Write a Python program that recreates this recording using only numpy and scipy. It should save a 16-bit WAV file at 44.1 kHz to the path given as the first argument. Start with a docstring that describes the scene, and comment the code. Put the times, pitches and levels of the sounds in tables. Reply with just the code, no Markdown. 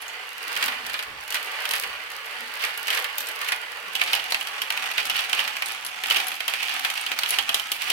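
"""Marbles whirr, rattle, click and knock their way down a toy marble run, in a quiet room.
The glass balls circle in plastic funnels, where tiny bumps keep the thin walls ringing. They drop
through tubes, hit joints and sometimes each other; now and then the air in a tube booms softly.
From about four seconds on the lower chutes are busy and the knocks come thick and fast.
The hand that holds a camera close by adds a faint rumble."""
import sys
import numpy as np
from scipy import signal
from scipy.fft import rfft, irfft, next_fast_len
from scipy.io import wavfile
from scipy.ndimage import map_coordinates

SR = 44100
rng = np.random.default_rng(int(sys.argv[2]) if len(sys.argv) > 2 else 0)


def store_wav(level_fs):
    """Save 16-bit WAV to argv[1]."""
    pcm = np.round(np.clip(np.atleast_2d(level_fs), -1, 1) * 32767)
    wavfile.write(sys.argv[1], SR, pcm.T.astype(np.int16))


N = 349272
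TOP_HZ = 16100  # upper limit of the sound

# Levels in the tables are relative: each function adds its own gain. A ring time is a fade of 60 dB.
# marbles circling in the funnels: (time [s], level [dB])
FUNNEL_ROLL = [(0, -40.5), (.38, -39), (.68, -35), (1.21, -41), (1.45, -34.5), (2.1, -38.5), (2.45, -37.5),
               (3.0, -35), (3.8, -39), (5.2, -40.5), (7.92, -55.5)]
# marbles running down the lower chutes: (time [s], level [dB])
CHUTE_ROLL = [(0, -51), (3.8, -52.5), (4.05, -40), (4.45, -42.5), (5.2, -38), (5.9, -43.5), (6.15, -37),
              (6.45, -42), (6.85, -38), (7.4, -39), (7.65, -41), (7.92, -40)]
# the tone of a hard tap by glass: (frequency [Hz], level [dB])
GLASS_TONE = [(400, -8), (2000, -2), (4000, 4.5), (6800, 1), (8500, 0.5), (12500, 4.5), (16000, -6.5)]
# how each plastic part rings: name -> (main pitch [Hz], width [octaves], boost [dB], ring time [s])
PLASTIC_PARTS = {"funnel": (1940, 0.53, 7, 0.08), "tube": (2400, .3, 7.3, 0.047),
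                 "joint": (3020, 0.15, 10.4, 0.053), "wheel": (4400, 0.1, 13, 0.021)}
# a marble hits plastic: (time [s], level [dB], treble share [dB], part name)
PLASTIC_HITS = [(0.564, -14, -15, "funnel"), (0.611, -22, -20, "funnel"), (0.6263, -10, -16.5, "funnel"),
                (0.663, -22, -25, "funnel"), (0.6812, -13.5, -18, "funnel"), (0.721, -19, -25, "funnel"),
                (0.865, -22.5, -7.5, "funnel"), (0.8971, -20.5, -13, "funnel"),
                (0.941, -14.5, -28, "funnel"), (0.991, -16.5, -19, "funnel"), (1.026, -22, -12, "funnel"),
                (1.305, -24.5, -3.5, "wheel"), (1.3244, -20.5, -10, "joint"), (1.344, -14, -10.5, "funnel"),
                (1.355, -16, -17, "funnel"), (1.3682, -18, -23, "funnel"), (1.6535, -17.5, -10.5, "tube"),
                (1.71, -17.5, -4.5, "joint"), (1.736, -12.5, -13.5, "funnel"),
                (1.836, -18.5, -15, "funnel"), (2.639, -13.5, -16.5, "funnel"), (2.871, -23, -5, "joint"),
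                (2.8809, -13.5, -15, "funnel"), (2.9034, -12, -14, "joint"), (2.911, -18, -16, "funnel"),
                (2.929, -19, -15, "funnel"), (2.9486, -19.5, -6, "funnel"), (2.962, -20, -15, "funnel"),
                (2.974, -13.5, -18, "funnel"), (3.043, -15.5, -14, "funnel"), (3.4149, -18, -12, "funnel"),
                (3.446, -29, -4, "funnel"), (3.4866, -15.5, -11, "funnel"), (3.5204, -10, -16, "funnel"),
                (3.953, -12, -15, "joint"), (4.015, -7.5, -28, "tube"), (4.0759, -17.5, -22, "tube"),
                (4.132, -7, -16, "joint"), (4.1607, -15, -28, "joint"), (4.1972, -18.5, -34, "joint"),
                (4.3075, -21, -11, "tube"), (4.322, -12, -13.5, "wheel"), (4.345, -10.5, -17, "tube"),
                (4.4101, -17, -14, "joint"), (4.4711, -21, -10, "joint"), (4.6179, -15, -10, "joint"),
                (4.7036, -12, -18, "tube"), (4.723, -24, -7, "tube"), (4.7745, -15.5, -17.5, "tube"),
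                (4.8233, -20.5, -14, "tube"), (4.8582, -21, -15, "joint"), (4.914, -18.5, -13, "tube"),
                (4.9802, -9.5, -29, "tube"), (5.0542, -22.5, -5, "joint"), (5.0978, -11, -14.5, "joint"),
                (5.158, -17, -27, "joint"), (5.1915, -13.5, -18, "joint"), (5.2956, -21.5, -8, "tube"),
                (5.3298, -9, -17, "joint"), (5.3923, -11.5, -23, "joint"), (5.477, -16, -13, "funnel"),
                (5.5677, -18, -15, "tube"), (5.622, -12.5, -17, "tube"), (6.037, -15.5, -14, "tube"),
                (6.0588, -19, -17, "joint"), (6.1003, -14, -9, "joint"), (6.1089, -8, -20, "joint"),
                (6.119, -12.5, -16.5, "tube"), (6.1607, -12.5, -15, "joint"), (6.169, -12, -13, "joint"),
                (6.202, -15, -17, "tube"), (6.3172, -19.5, -16, "tube"), (6.4048, -15, -20, "tube"),
                (6.4799, -11, -13.5, "joint"), (6.5373, -14.5, -13.5, "tube"), (6.63, -16, -12.5, "tube"),
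                (6.694, -30, -28, "tube"), (6.8488, -10, -17, "tube"), (6.883, -30, -10, "tube"),
                (6.901, -17.5, -8, "tube"), (6.9545, -25, -13, "tube"), (6.976, -18.5, -17, "joint"),
                (6.994, -27, -22, "tube"), (7.0641, -14.5, -17, "joint"), (7.1167, -13.5, -16.5, "tube"),
                (7.189, -13, -11, "wheel"), (7.2342, -11, -20, "joint"), (7.261, -20, -14, "joint"),
                (7.28, -26, -9, "joint"), (7.3864, -8, -16, "joint"), (7.492, -10.5, -14.5, "joint"),
                (7.5441, -11, -6, "joint"), (7.5968, -17, -12, "joint"), (7.7175, -16, -3.5, "joint"),
                (7.819, -20.5, -6, "tube"), (7.901, -9.5, -11, "joint")]


def amp(db):
    """Turn decibels into a gain to multiply by."""
    return 10 ** (np.asarray(db) / 20)


def unit(x):
    """Scale a sound to an average (rms) level of 1."""
    return x / np.sqrt(np.mean(x ** 2) + 1e-20)


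def along(points, hz):
    """Read between the rows of a (frequency, value) table, on a scale of octaves."""
    table_hz, values = np.transpose(points)
    return np.interp(np.log(hz + 1), np.log(table_hz), values)


def level_curve(rows):
    """Turn a (time, level) table into one level per sample."""
    times, levels = np.transpose(rows)
    return np.interp(np.arange(N) / SR, times, levels)


def hump(hz, centre_hz, octaves):
    """A bell curve of height 1 around one pitch."""
    return np.exp(-.5 * (np.log2(hz / centre_hz) / octaves) ** 2)


def swell(s, length_s=0.2, rise=0.37, drop_db=15.5):
    """A gain that peaks at time s; it rises for a share of length_s, and both ends are drop_db down."""
    offset = (np.arange(N) / SR - s) / length_s
    return amp(-drop_db * np.maximum(-offset / rise, offset / (1 - rise)))


def filtered(x, response):
    """Multiply each frequency in a sound by response(hz)."""
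    size = next_fast_len(N + SR // 4)
    return irfft(rfft(x, size) * response(np.fft.rfftfreq(size, 1 / SR)), size)[..., :N]


def low_cut(x, edge_hz):
    """Remove the bass, which small parts hardly give off."""
    return signal.sosfilt(signal.butter(2, edge_hz, "highpass", fs=SR, output="sos"), x)


def add(track, s, sound):
    """Mix a sound into a track at time s."""
    window = track[:, max(round(s * SR), 0):][:, :sound.shape[1]]
    window += sound[:, :window.shape[1]]


def modes(ring_s, slope, count=420):
    """Pitches and waves of an object's many natural tones (modes); slope makes high ones die sooner."""
    hz = 100 + (np.arange(count) + rng.random(count)) * TOP_HZ / count
    t = np.arange(SR // 14) / SR
    life_s = ring_s * (hz / 2500) ** -slope
    return hz, np.sin(2 * np.pi * hz[:, None] * t) * np.exp(-np.log(1000) * t / life_s[:, None])


def strike(waves, tone_db):
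    """One tap, with energy 1 on each side: every spot sets off its own mix of the modes."""
    ring = (rng.standard_normal((2, len(waves))) * amp(tone_db)) @ waves
    return ring / np.linalg.norm(ring, axis=1, keepdims=True)


def plastic_tone(part, hz):
    """The tone of thin plastic in dB, boosted around the part's main pitch."""
    # thin plastic when tapped: (frequency [Hz], level [dB])
    thin_plastic = [(150, -25), (350, -25.5), (750, -4), (1600, -1), (3000, 3), (3800, 0.5), (4700, 0),
                    (7000, -13), (11500, -10), (16000, -14)]
    main_hz, octaves, boost_db, _ = PLASTIC_PARTS[part]
    return along(thin_plastic, hz) + boost_db * hump(hz, main_hz, octaves)


def patter(waves, hz, tone_db, taps_per_s, scatter_db, sway_db, sway_hz, spot_db, marbles=6):
    """Marbles tap at random; each swells and fades as it circles past spots that ring differently."""
    laps_per_s, spot_hz = 1.1, 1890  # middle values: each marble and spot gets its own
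    out = np.zeros((2, N))
    for _ in range(marbles):
        when, size, sign = rng.random((int(taps_per_s * N / SR / marbles), 3)).T
        at = (when * N).astype(int)
        sway = map_coordinates(rng.standard_normal(1024), [at * sway_hz / SR], mode="wrap")
        force = np.sign(sign - .5) * amp(scatter_db * size ** 2 + sway_db * sway)
        angle = 2 * np.pi * (laps_per_s * (.5 + rng.random()) * at / SR + rng.random())
        for nearness in (np.cos(angle), np.sin(angle)):
            boost_db = spot_db * hump(hz, spot_hz * 2 ** rng.uniform(-0.99, 1), octaves=0.16)
            taps = np.bincount(at, force * nearness, N)
            out += signal.oaconvolve(taps[None], strike(waves, tone_db + boost_db), axes=1)[:, :N]
    return unit(out)


def rolling():
    """Tiny bumps under the rolling glass keep the funnels and the chutes ringing."""
    # the tones of a funnel and of a chute: (frequency [Hz], level [dB])
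    funnel_tone = [(180, -36), (310, -31), (430, -6.5), (620, -8), (830, -2.5), (980, -5.5), (1150, -2.5),
                   (1950, 4.5), (2500, -0.5), (2900, 1), (3800, -11.5), (4600, -5), (5100, -14.5),
                   (16000, -20)]
    chute_tone = [(170, -30), (255, 1), (310, -28), (560, -28), (720, 3.5), (830, 8), (950, -4),
                  (1150, 4.5), (1600, 7), (2500, 8), (3100, 5.5), (4000, -2), (7000, -4), (16000, -14.5)]
    hz, waves = modes(ring_s=.055, slope=.5)
    funnels = patter(waves, hz, along(funnel_tone, hz), taps_per_s=2800,
                     scatter_db=10, sway_db=3, sway_hz=8, spot_db=6)
    chutes = patter(waves, hz, along(chute_tone, hz), taps_per_s=650,
                    scatter_db=11, sway_db=2.5, sway_hz=14, spot_db=2)
    funnels = amp(level_curve(FUNNEL_ROLL) + 2) * low_cut(funnels, edge_hz=266)
    chutes *= amp(level_curve(CHUTE_ROLL) + 5)
    return low_cut(funnels + chutes, edge_hz=360)


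def hop_strength(roll, parts, offset_db):
    """How hard marbles hop: a little as they roll, more in narrow places and after each knock."""
    # rattles in a funnel's neck or a tube: (busiest time [s], level [dB], length [s], part name)
    rattles = [(0.46, -36, 0.26, "funnel"), (0.628, -31, 0.17, "funnel"), (0.973, -35, 0.19, "funnel"),
               (1.35, -33.5, 0.21, "funnel"), (1.762, -29, 0.14, "funnel"), (2.64, -28.5, 0.14, "funnel"),
               (2.936, -28.5, 0.078, "funnel"), (3.463, -31.5, 0.13, "funnel"),
               (4.006, -29.5, 0.072, "tube"), (4.143, -30, 0.34, "tube"), (5.003, -28, 0.047, "tube"),
               (5.189, -29.5, 0.21, "tube"), (5.409, -28, 0.14, "tube"), (5.715, -30.5, 0.12, "tube"),
               (6.167, -25.5, 0.1, "tube"), (6.677, -28.5, 0.4, "tube"), (7.34, -27.5, 0.14, "tube"),
               (7.91, -29, 0.32, "tube")]
    rebound_db, settle_s = -30, 0.029  # the motion left by a knock, and how fast it dies
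    power = amp(level_curve(roll) + offset_db) ** 2
    for s, db, length_s, part in rattles:
        if part in parts:
            power += (amp(db) * swell(s, length_s, rise=0.56, drop_db=8.5)) ** 2
    when, knock_db = np.transpose([(s, db) for s, db, _, part in PLASTIC_HITS if part in parts])
    kicks = np.bincount((when * SR).astype(int), amp(knock_db + rebound_db) ** 2, N)[:N]
    power += signal.lfilter([1], [1, -np.exp(-2 / (settle_s * SR))], kicks)
    motion_db = 10 * np.log10(power)
    # slow marbles stay on the wall: hopping gains extra above brisk_db and loses below it
    brisk_db, growth = -36.5, 0.59
    return amp(motion_db + growth * (motion_db - brisk_db))


def rattling():
    """Marbles hop along the walls between the big knocks and tick lightly against each other."""
    in_funnels = hop_strength(FUNNEL_ROLL, ["funnel"], offset_db=-1)
    in_tubes = hop_strength(CHUTE_ROLL, ["tube", "joint", "wheel"], offset_db=3.5)
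    hz, waves = modes(ring_s=.012, slope=.2)
    ticks = patter(waves, hz, along(GLASS_TONE, hz), taps_per_s=70,
                   scatter_db=20, sway_db=1, sway_hz=4, spot_db=0)
    out = amp(-9.0) * np.hypot(in_funnels, .5 * in_tubes) * ticks
    for part, strength in (("funnel", in_funnels), ("tube", in_tubes)):
        hz, waves = modes(ring_s=PLASTIC_PARTS[part][-1], slope=0.37)
        hops = patter(waves, hz, plastic_tone(part, hz), taps_per_s=450,
                      scatter_db=10, sway_db=1, sway_hz=9, spot_db=2)
        out += amp(-4.5) * strength * hops
    return out


def hand_rumble():
    """The hand holding the camera makes a steady low rumble, which swells with each soft bump."""
    # the tone of the rumble: (frequency [Hz], level [dB])
    rumble_tone = [(15, -15), (35, -13.5), (65, -2.5), (100, -10.5), (200, -13.5), (500, -9.5), (1500, -52)]
    # the hand bumps the marble run or the camera: (time [s], level [dB])
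    bumps = [(0.6, -63), (0.85, -57), (1.12, -54), (1.88, -60), (4.17, -62), (5.13, -60), (7.41, -62),
             (7.88, -63)]
    rumble = unit(filtered(rng.standard_normal((2, N)), lambda hz: amp(along(rumble_tone, hz))))
    steady = amp(-71.5)
    return (steady + sum(amp(db) * swell(s) for s, db in bumps)) * rumble


def glass_clicks():
    """Glass touches glass so briefly that the click sounds very high."""
    # one marble hits another: (time [s], level [dB], pitch [Hz])
    clicks = [(0.0187, -25.5, 10200), (0.0808, -25, 6960), (2.2586, -29, 11900), (2.776, -20.5, 11800),
              (3.1823, -11, 13700), (3.2047, -16.5, 13300), (3.27, -20, 8500), (3.2873, -19, 11800),
              (5.659, -17, 8900), (5.849, -19.5, 10600), (5.8642, -17, 10400), (6.2692, -18, 10300),
              (6.2827, -15, 11700), (7.012, -20.5, 8800), (7.289, -14.5, 11300), (7.306, -8, 10300)]
    hz, waves = modes(ring_s=0.074, slope=0.61)
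    out = np.zeros((2, N))
    for s, db, pitch_hz in clicks:
        tone_db = along(GLASS_TONE, hz) + 13 * hump(hz, pitch_hz, octaves=0.12)
        add(out, s, amp(db + 14.0) * strike(waves, tone_db))
    return out


def plastic_knocks():
    """A marble lands on plastic with a knock and a hard crack; funnels ring on, small parts ping."""
    # the few tones of a funnel's bowl that linger after a hit: (pitch [Hz])
    bowl_hz = [1440, 1965, 2010, 2250, 2450, 2890]
    bowl_db, bowl_ring_s = -20.5, 0.33
    ping_db, ping_ring_s, ping_spread = -7.5, 0.028, 0.045
    bodies = {part: modes(ring_s, slope=0.8) for part, (*_, ring_s) in PLASTIC_PARTS.items()}
    crack_hz, crack_waves = modes(ring_s=0.038, slope=0.24)
    t = np.arange(SR // 5) / SR
    bowl = np.sin(2 * np.pi * np.outer(bowl_hz, t)) * np.exp(-np.log(1000) * t / bowl_ring_s)

    def contact(part, db, treble_db):
        """One touch: the part's own sound plus the bright crack."""
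        hz, waves = bodies[part]
        body = amp(db + 16.5) * strike(waves, plastic_tone(part, hz))
        crack = amp(db + treble_db + 23) * strike(crack_waves, along(GLASS_TONE, crack_hz))
        return body + crack

    out = np.zeros((2, N))
    for s, db, treble_db, part in PLASTIC_HITS:
        add(out, s, contact(part, db, treble_db))
        gap, loss, spot = rng.random(size=3)
        # the marble touches again, more lightly, a few milliseconds later
        add(out, s + 0.0022 + .008 * gap, amp(-9 - 15 * loss) * contact(part, db, treble_db))
        if part == "funnel":
            ring = rng.standard_normal((2, len(bowl))) @ bowl / np.sqrt(len(bowl))
            add(out, s, amp(db + bowl_db) * ring)
        else:
            # the pitch is a little different at each spot
            ping_hz = PLASTIC_PARTS[part][0] * (1 + ping_spread * (2 * spot - 1))
            ping = amp(db + ping_db - 60 * t / ping_ring_s) * np.sin(2 * np.pi * ping_hz * t)
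            add(out, s, ping[None])
    return out


def tube_booms():
    """Now and then a jolt makes the air in a tube boom softly."""
    # jolts: (time [s], level [dB], pitch of the air in the tube [Hz])
    jolts = [(0.67, -48.5, 252), (0.83, -59, 252), (2.43, -56, 242), (3.87, -61, 199)]
    width_hz = 25
    noise = rng.standard_normal((2, N))
    out = np.zeros((2, N))
    for s, db, air_hz in jolts:
        boom = filtered(noise, lambda hz: np.exp(-.5 * ((hz - air_hz) / width_hz) ** 2))
        out += amp(db) * swell(s) * unit(boom)
    return out


def room_echo(x, delay_s):
    """The walls answer after a short gap; low sounds linger longest."""
    # how long the room rings: (frequency [Hz], ring time [s])
    ring_times = [(200, 0.4), (2500, 0.22), (12000, 0.27)]
    hz, t, spectrum = signal.stft(rng.standard_normal((2, SR // 2)), SR, nperseg=256)
    fade = np.exp(-np.log(1000) * t / along(ring_times, hz)[:, None])
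    _, tail = signal.istft(spectrum * fade, SR, nperseg=256)
    tail = np.pad(tail / np.linalg.norm(tail[0]), ((0, 0), (round(delay_s * SR), 0)))
    return signal.oaconvolve(x, tail, axes=1)[:, :N]


def spread(pair):
    """Long sound waves reach the left and right microphones much alike, short ones do not."""
    # how alike the two sides are: (frequency [Hz], likeness [0 to 1])
    likeness = [(60, 0.64), (290, 0.87), (640, 0.72), (1400, 0.043), (3000, 0.029)]

    def shares(hz):
        """Gains for what the two sides have in common and for what sets them apart."""
        angle = np.arccos(np.clip(along(likeness, hz), -1, 1)) / 2
        return np.array([np.cos(angle), np.sin(angle)])

    mid, side = filtered(pair, shares)
    return np.array([mid + side, mid - side])


def scene():
    """Mix all the sounds; the marble run stands to the left, so its hits reach that side first."""
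    hits = low_cut(plastic_knocks() + glass_clicks() + rattling(), edge_hz=387)
    left_lead_s = 0.0003996
    shift_s = left_lead_s * np.array([[.5], [-.5]])
    direct = filtered(spread(hits), lambda hz: np.exp(2j * np.pi * hz * shift_s))
    echo = amp(-8.0) * room_echo(hits, delay_s=.005)
    return direct + spread(echo + rolling() + tube_booms() + amp(2.5) * hand_rumble())


def record(dry):
    """Each microphone has its own tone; the tallest peaks are rounded and the very top is cut off."""
    # balance between the microphones: (frequency [Hz], left minus right [dB])
    balance = [(250, 1.5), (1100, -3), (1700, -0.5), (2800, -8.5), (4500, -5.5), (6500, -2), (8500, 4),
               (15000, 1)]
    ceiling = .72
    toned = filtered(dry, lambda hz: amp(along(balance, hz) * np.array([[.5], [-.5]])))
    rounded = toned / (1 + (toned / ceiling) ** 6) ** (1 / 6)
    return filtered(rounded, lambda hz: hz < TOP_HZ)


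dry = scene()
out = record(dry)
store_wav(out)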